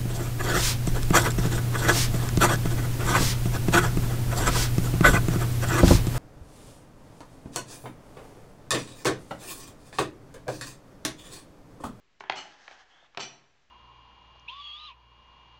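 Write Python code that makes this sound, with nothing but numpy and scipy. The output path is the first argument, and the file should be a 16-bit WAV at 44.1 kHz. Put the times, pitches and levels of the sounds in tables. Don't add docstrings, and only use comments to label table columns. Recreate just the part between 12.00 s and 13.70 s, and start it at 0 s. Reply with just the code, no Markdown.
import sys
import numpy as np
from scipy import signal
from scipy.fft import rfft, irfft, next_fast_len
from scipy.io import wavfile
from scipy.ndimage import map_coordinates

SR = 44100
rng = np.random.default_rng(int(sys.argv[2]) if len(sys.argv) > 2 else 0)


def how_loud(loudness_db):
    steps = np.asarray(loudness_db, float) / 20
    return 10 ** steps


def pcm_store(signal):
    levels = np.round(np.clip(np.atleast_2d(signal), -1, 1) * 32767)
    wavfile.write(sys.argv[1], SR, levels.astype(np.int16).T)


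N = 74970


def unit(x):
    return x / np.sqrt(np.mean(x ** 2) + 1e-20)


def along(points, hz):
    f, v = np.transpose(points)
    return np.interp(np.log(hz + 1), np.log(f + 1), v)


def wobble(rate):
    knots = rng.standard_normal(int(N * rate / SR) + 4)
    return map_coordinates(knots, [np.arange(N) * rate / SR])


def filtered(x, response):
    m = next_fast_len(N + SR // 2)
    return irfft(rfft(x, m) * response(np.fft.rfftfreq(m, 1 / SR)), m)[..., :N]


def coloured(x, spectrum):
    points = [(0.65, -62)] + list(spectrum)
    return unit(filtered(x, lambda hz: how_loud(along(points, hz))))


def resonant(x, peaks):
    def response(f):
        total = 0
        for k, (centre, width, db) in enumerate(peaks):
            band = 1j * f * width
            total = total + (-1) ** k * how_loud(db) * band / (centre * centre - f * f + band)
        return total
    return unit(filtered(x, response))


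def ringing(hz, db, t60, phase, t):
    decay = how_loud(db[:, None] - 60 * t / t60[:, None])
    return (decay * np.sin(2 * np.pi * (hz[:, None] * t + phase[:, None]))).sum(0)


def grit(per_s, spread_db):
    when, sign, size = rng.random((3, N))
    return (when < per_s / SR) * np.sign(sign - .5) * how_loud(-spread_db * np.log(size + 1e-4))


# (frequency [Hz], density [dB per Hz])
HISS_SPECTRUM = [(12, -4.5), (30, 5), (150, -5.5), (900, -8), (2500, -7.5), (5000, -16), (7600, -21),
                 (8800, -54.5)]
HISS_DB = -71


def hiss():
    return how_loud(HISS_DB + 0.13 * wobble(1.3)) * coloured(rng.standard_normal(N), HISS_SPECTRUM)


# (frequency [Hz], t60 [s])
ROOM_T60 = [(150, 0.75), (800, 0.58), (3000, 0.48), (8000, 0.4)]
KNOCK_ROOM_DB, SCRAPE_ROOM_DB = -7, -9


def room(x):
    hz, t, z = signal.stft(rng.standard_normal(SR // 2), SR, nperseg=256)
    decay = how_loud(-60 * t / along(ROOM_T60, hz)[:, None])
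    tail = signal.istft(z * decay, SR, nperseg=256)[1]
    delayed = np.pad(x, (round(.006 * SR), 0))
    return signal.fftconvolve(delayed, tail / np.linalg.norm(tail))[:N]


# (time [s], pressure level [dB], dryness as treble gain [dB])
RUB = [(.2, -65.5, 14), (.25, -57, -17.5), (.45, -58, 1), (.56, -60, -3), (.66, -57, 1.5), (.74, -56, -3),
       (0.809, -57, -2.5), (.85, -64, -6), (.9, -61.5, -4.5), (0.969, -59, -7.5), (1.01, -61.5, -6.5),
       (1.05, -59, -7), (1.09, -69, -8), (1.14, -70.5, -7), (1.46, -73, -4), (1.53, -75, -2.5),
       (1.62, -76, 4), (1.69, -80, -2)]
# (frequency [Hz], density [dB per Hz])
SKIN = [(88, -45.5), (150, -12.5), (782, -7), (1240, -3.5), (1680, -6.5), (1900, -6), (3210, -6.5),
        (6350, -11), (8770, -33.5), (11400, -66), (19300, -120)]
# (frequency [Hz], width [Hz], level [dB])
LID_MODES = [(760, 110, 3), (1095, 50, 7), (1660, 160, 4), (2300, 250, 0)]
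LID_DB, DRY_HZ = -2.5, 3500


def rubbing():
    s, db, dry_db = np.transpose(RUB)
    t = np.arange(N) / SR
    pressure = how_loud(np.interp(t, s, db, left=-120, right=-120) + 1.2 * wobble(30))
    drag = rng.standard_normal(N) + .5 * grit(600, 2.5)
    skin = unit(coloured(drag, SKIN) + how_loud(LID_DB) * resonant(drag, LID_MODES))
    fizz = filtered(skin, lambda f: f > DRY_HZ)
    return pressure * (skin + (how_loud(np.interp(t, s, dry_db)) - 1) * fizz)


SLIP_S, SLIP_END_S, SLIP_DB = .9, 1.07, -67
SLIP_HZ, SLIP_RISE_HZ_PER_S, SLIP_WIDTH_HZ = 3080, 2800, 560


def finger_slip():
    t = np.arange(N) / SR
    phase = 2 * np.pi * np.cumsum(SLIP_HZ + SLIP_RISE_HZ_PER_S * (t - SLIP_S)) / SR
    slip = wobble(SLIP_WIDTH_HZ) * np.cos(phase) + wobble(SLIP_WIDTH_HZ) * np.sin(phase)
    gate = np.clip((t - SLIP_S) / 0.01, 0, 1) * np.clip((SLIP_END_S - t) / 0.0042, 0, 1)
    return how_loud(SLIP_DB) * gate * slip


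# (start [s], swell [s], release t60 [s], peak level [dB])
SCRAPES = [
    (0.353, 0.026, 0.17, -40),
    (1.192, 0.025, .16, -37),
]
# (frequency [Hz], width [Hz], level [dB])
SHELL_MODES = [
    [(840, 200, -14), (1340, 160, -8), (2350, 62, -6), (2904, 35, -2.5), (3046, 50, 2), (3530, 190, -19.5),
     (4300, 120, -7.5), (4330, 29, -15.5), (4950, 97, -17.5), (5370, 60, -14.5), (6080, 20, -5),
     (6420, 25, -12.5), (7170, 110, -16.5), (7900, 450, -26.5)],
    [(740, 26, -6.5), (1342, 40, -6), (2354, 9.8, 4), (2520, 160, -8.5), (2910, 26, 1), (2994, 50, 2.5),
     (3510, 170, -8.5), (4070, 60, -3), (4520, 77, -5), (5415, 110, -10), (5530, 35, -7), (5845, 11, -1),
     (6240, 90, -10), (7390, 183, -15.5)],
]
# (frequency [Hz], density [dB per Hz])
GRIND = [(88, -30), (150, -1.5), (1650, -9.5), (2360, -7), (2710, -8.5), (3000, -11.5), (3680, -19.5),
         (6030, -9), (8770, -42), (11400, -58), (19300, -120)]
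CHATTER_PER_S, CHATTER_DB, GRIND_DB = 4000, 2, -4.5
BITE_DB, BITE_S, EASE_S = -2, 0.0094, 0.016


def scrapes():
    t, out = np.arange(N) / SR, 0
    for (s, swell, t60, db), shell in zip(SCRAPES, SHELL_MODES):
        after = np.clip(t - s - swell, 0, 9)
        swell_db = BITE_DB * np.clip(1 - (t - s) / swell, 0, 1)
        release_db = -60 / t60 * after ** 2 / (after + EASE_S)
        stroke = np.clip((t - s) / BITE_S, 0, 1) * how_loud(swell_db + release_db + wobble(150))
        chatter = resonant(grit(CHATTER_PER_S, CHATTER_DB) * stroke, shell)
        grind = coloured(grit(CHATTER_PER_S, CHATTER_DB), GRIND) * stroke
        loudness = np.sqrt(np.mean(stroke ** 2))
        out = out + how_loud(db) * (loudness * chatter + how_loud(GRIND_DB) * grind)
    return out


# (time [s], thump level [dB], long ring level [dB])
THUDS = [(.028, -69.5, -85), (.067, -73.5, -89), (0.239, -51.5, -83.5), (1.03, -67.5, -75),
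         (0.205, -52.5, -83), (.297, -41, -76.5), (.325, -46.5, -78), (0.402, -55, -81),
         (1.172, -36.5, -47), (1.2, -50, -58.5), (1.259, -47, -76)]
# (frequency [Hz], level [dB], t60 [s])
TABLE_MODES = [(116, -3.5, .08), (166, -2, 0.052), (215, -10.5, 0.054), (307.5, -1.5, 0.071),
               (389.3, -1, 0.11)]
THUD_RISE_S = 0.0037
RING_HZ, RING_T60 = 135, .6
BEAT_HZ, BEAT_SHARE = 135.5, .4


def thuds():
    out, t = np.zeros(N + SR), np.arange(SR // 2) / SR
    hz, level, t60 = np.transpose(TABLE_MODES)
    for s, thump_db, ring_db in THUDS:
        thump = how_loud(thump_db) * ringing(hz, level, t60, rng.random(len(hz)), t)
        main = np.sin(2 * np.pi * RING_HZ * (t + s))
        beating = BEAT_SHARE * np.sin(2 * np.pi * BEAT_HZ * t)
        ring = how_loud(ring_db - 60 * t / RING_T60) * (main + beating)
        out[round(s * SR):][:len(t)] += (thump + ring) * (1 - np.exp(-t / THUD_RISE_S))
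    return out[:N]


# (time [s], crack level [dB], brightest frequency [Hz], hollow level [dB], hollow frequency [Hz])
KNOCKS = [(.2065, -28.5, 1900, -30.5, 870), (.238, -37.5, 1500, -33.5, 877), (.2965, -23.5, 1465, -48, 910),
          (0.2979, -13, 3040, -14, 815), (.322, -24, 2600, -45, 830), (.679, -33, 2200, -47, 725),
          (.683, -62, 900, -40.5, 778), (.7115, -35, 2750, -45.5, 770), (1.027, -65, 2000, -51, 682),
          (1.1475, -41.5, 3500, -63, 1065), (1.1477, -46, 1090, -42.5, 1120),
          (1.1725, -21, 2790, -31.5, 740), (1.174, -18.5, 5440, -37, 935), (1.181, -31.5, 1500, -29.5, 740),
          (1.177, -30.5, 1700, -34, 777), (1.188, -38.5, 900, -39, 684), (1.195, -31.5, 1200, -34.5, 922)]
# (frequency [Hz], level [dB])
BOARD = [(250, -16.5), (500, -5.5), (850, 2.5), (1600, 4), (2900, 5), (4200, -1), (5600, -3.5), (8500, -23)]
# (frequency [Hz], t60 [s])
BOARD_T60 = [(300, .045), (900, .024), (2500, .011), (7000, .007)]
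# (ratio to hollow frequency [1], level [dB], t60 [s])
HOLLOW = [(.49, -12, .04), (.86, -6, .025), (.95, -2, .03), (1.03, 0, .03), (1.17, -5, .025)]
BOARD_MODES, FOCUS_DB_PER_OCTAVE = 90, 4.5
KNOCK_DB, RISE_S = -4.5, 0.00079


def knocks():
    out, t = np.zeros(N + SR), np.arange(SR // 10) / SR
    ratio, level, t60 = np.transpose(HOLLOW)
    for s, db, bright_hz, hollow_db, hollow_hz in KNOCKS:
        place, phase = rng.random((2, BOARD_MODES))
        hz = 250 + 8400 * ((np.arange(BOARD_MODES) + place) / BOARD_MODES) ** 1.5
        shape_db = along(BOARD, hz) - FOCUS_DB_PER_OCTAVE * abs(np.log2(hz / bright_hz))
        crack = ringing(hz, db + shape_db, along(BOARD_T60, hz), phase, t) / 3
        hollow = ringing(ratio * hollow_hz, hollow_db + level, t60, 0 * t60, t)
        onset = 1 - np.exp(-t / RISE_S)
        out[round(s * SR):][:len(t)] += how_loud(KNOCK_DB) * (crack + hollow) * onset
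    return out[:N]


MIC_LOW_HZ = 105


def scene():
    impact, scrape = knocks() + thuds(), scrapes()
    reverberant = room(how_loud(KNOCK_ROOM_DB) * impact + how_loud(SCRAPE_ROOM_DB) * scrape)
    sound = impact + scrape + rubbing() + finger_slip() + reverberant
    heard = filtered(sound, lambda f: (1j * f / (MIC_LOW_HZ + 1j * f)) ** 2)
    return (heard + hiss())[None]


def top_cut(x):
    return signal.sosfilt(signal.butter(12, 8920, fs=SR, output="sos"), x)


TOP_HZ, OFFSET = 8950, -.0004


def record(dry):
    mix = filtered(dry, lambda hz: hz < TOP_HZ) + OFFSET
    return top_cut(mix)


dry = scene()
out = record(dry)
pcm_store(out)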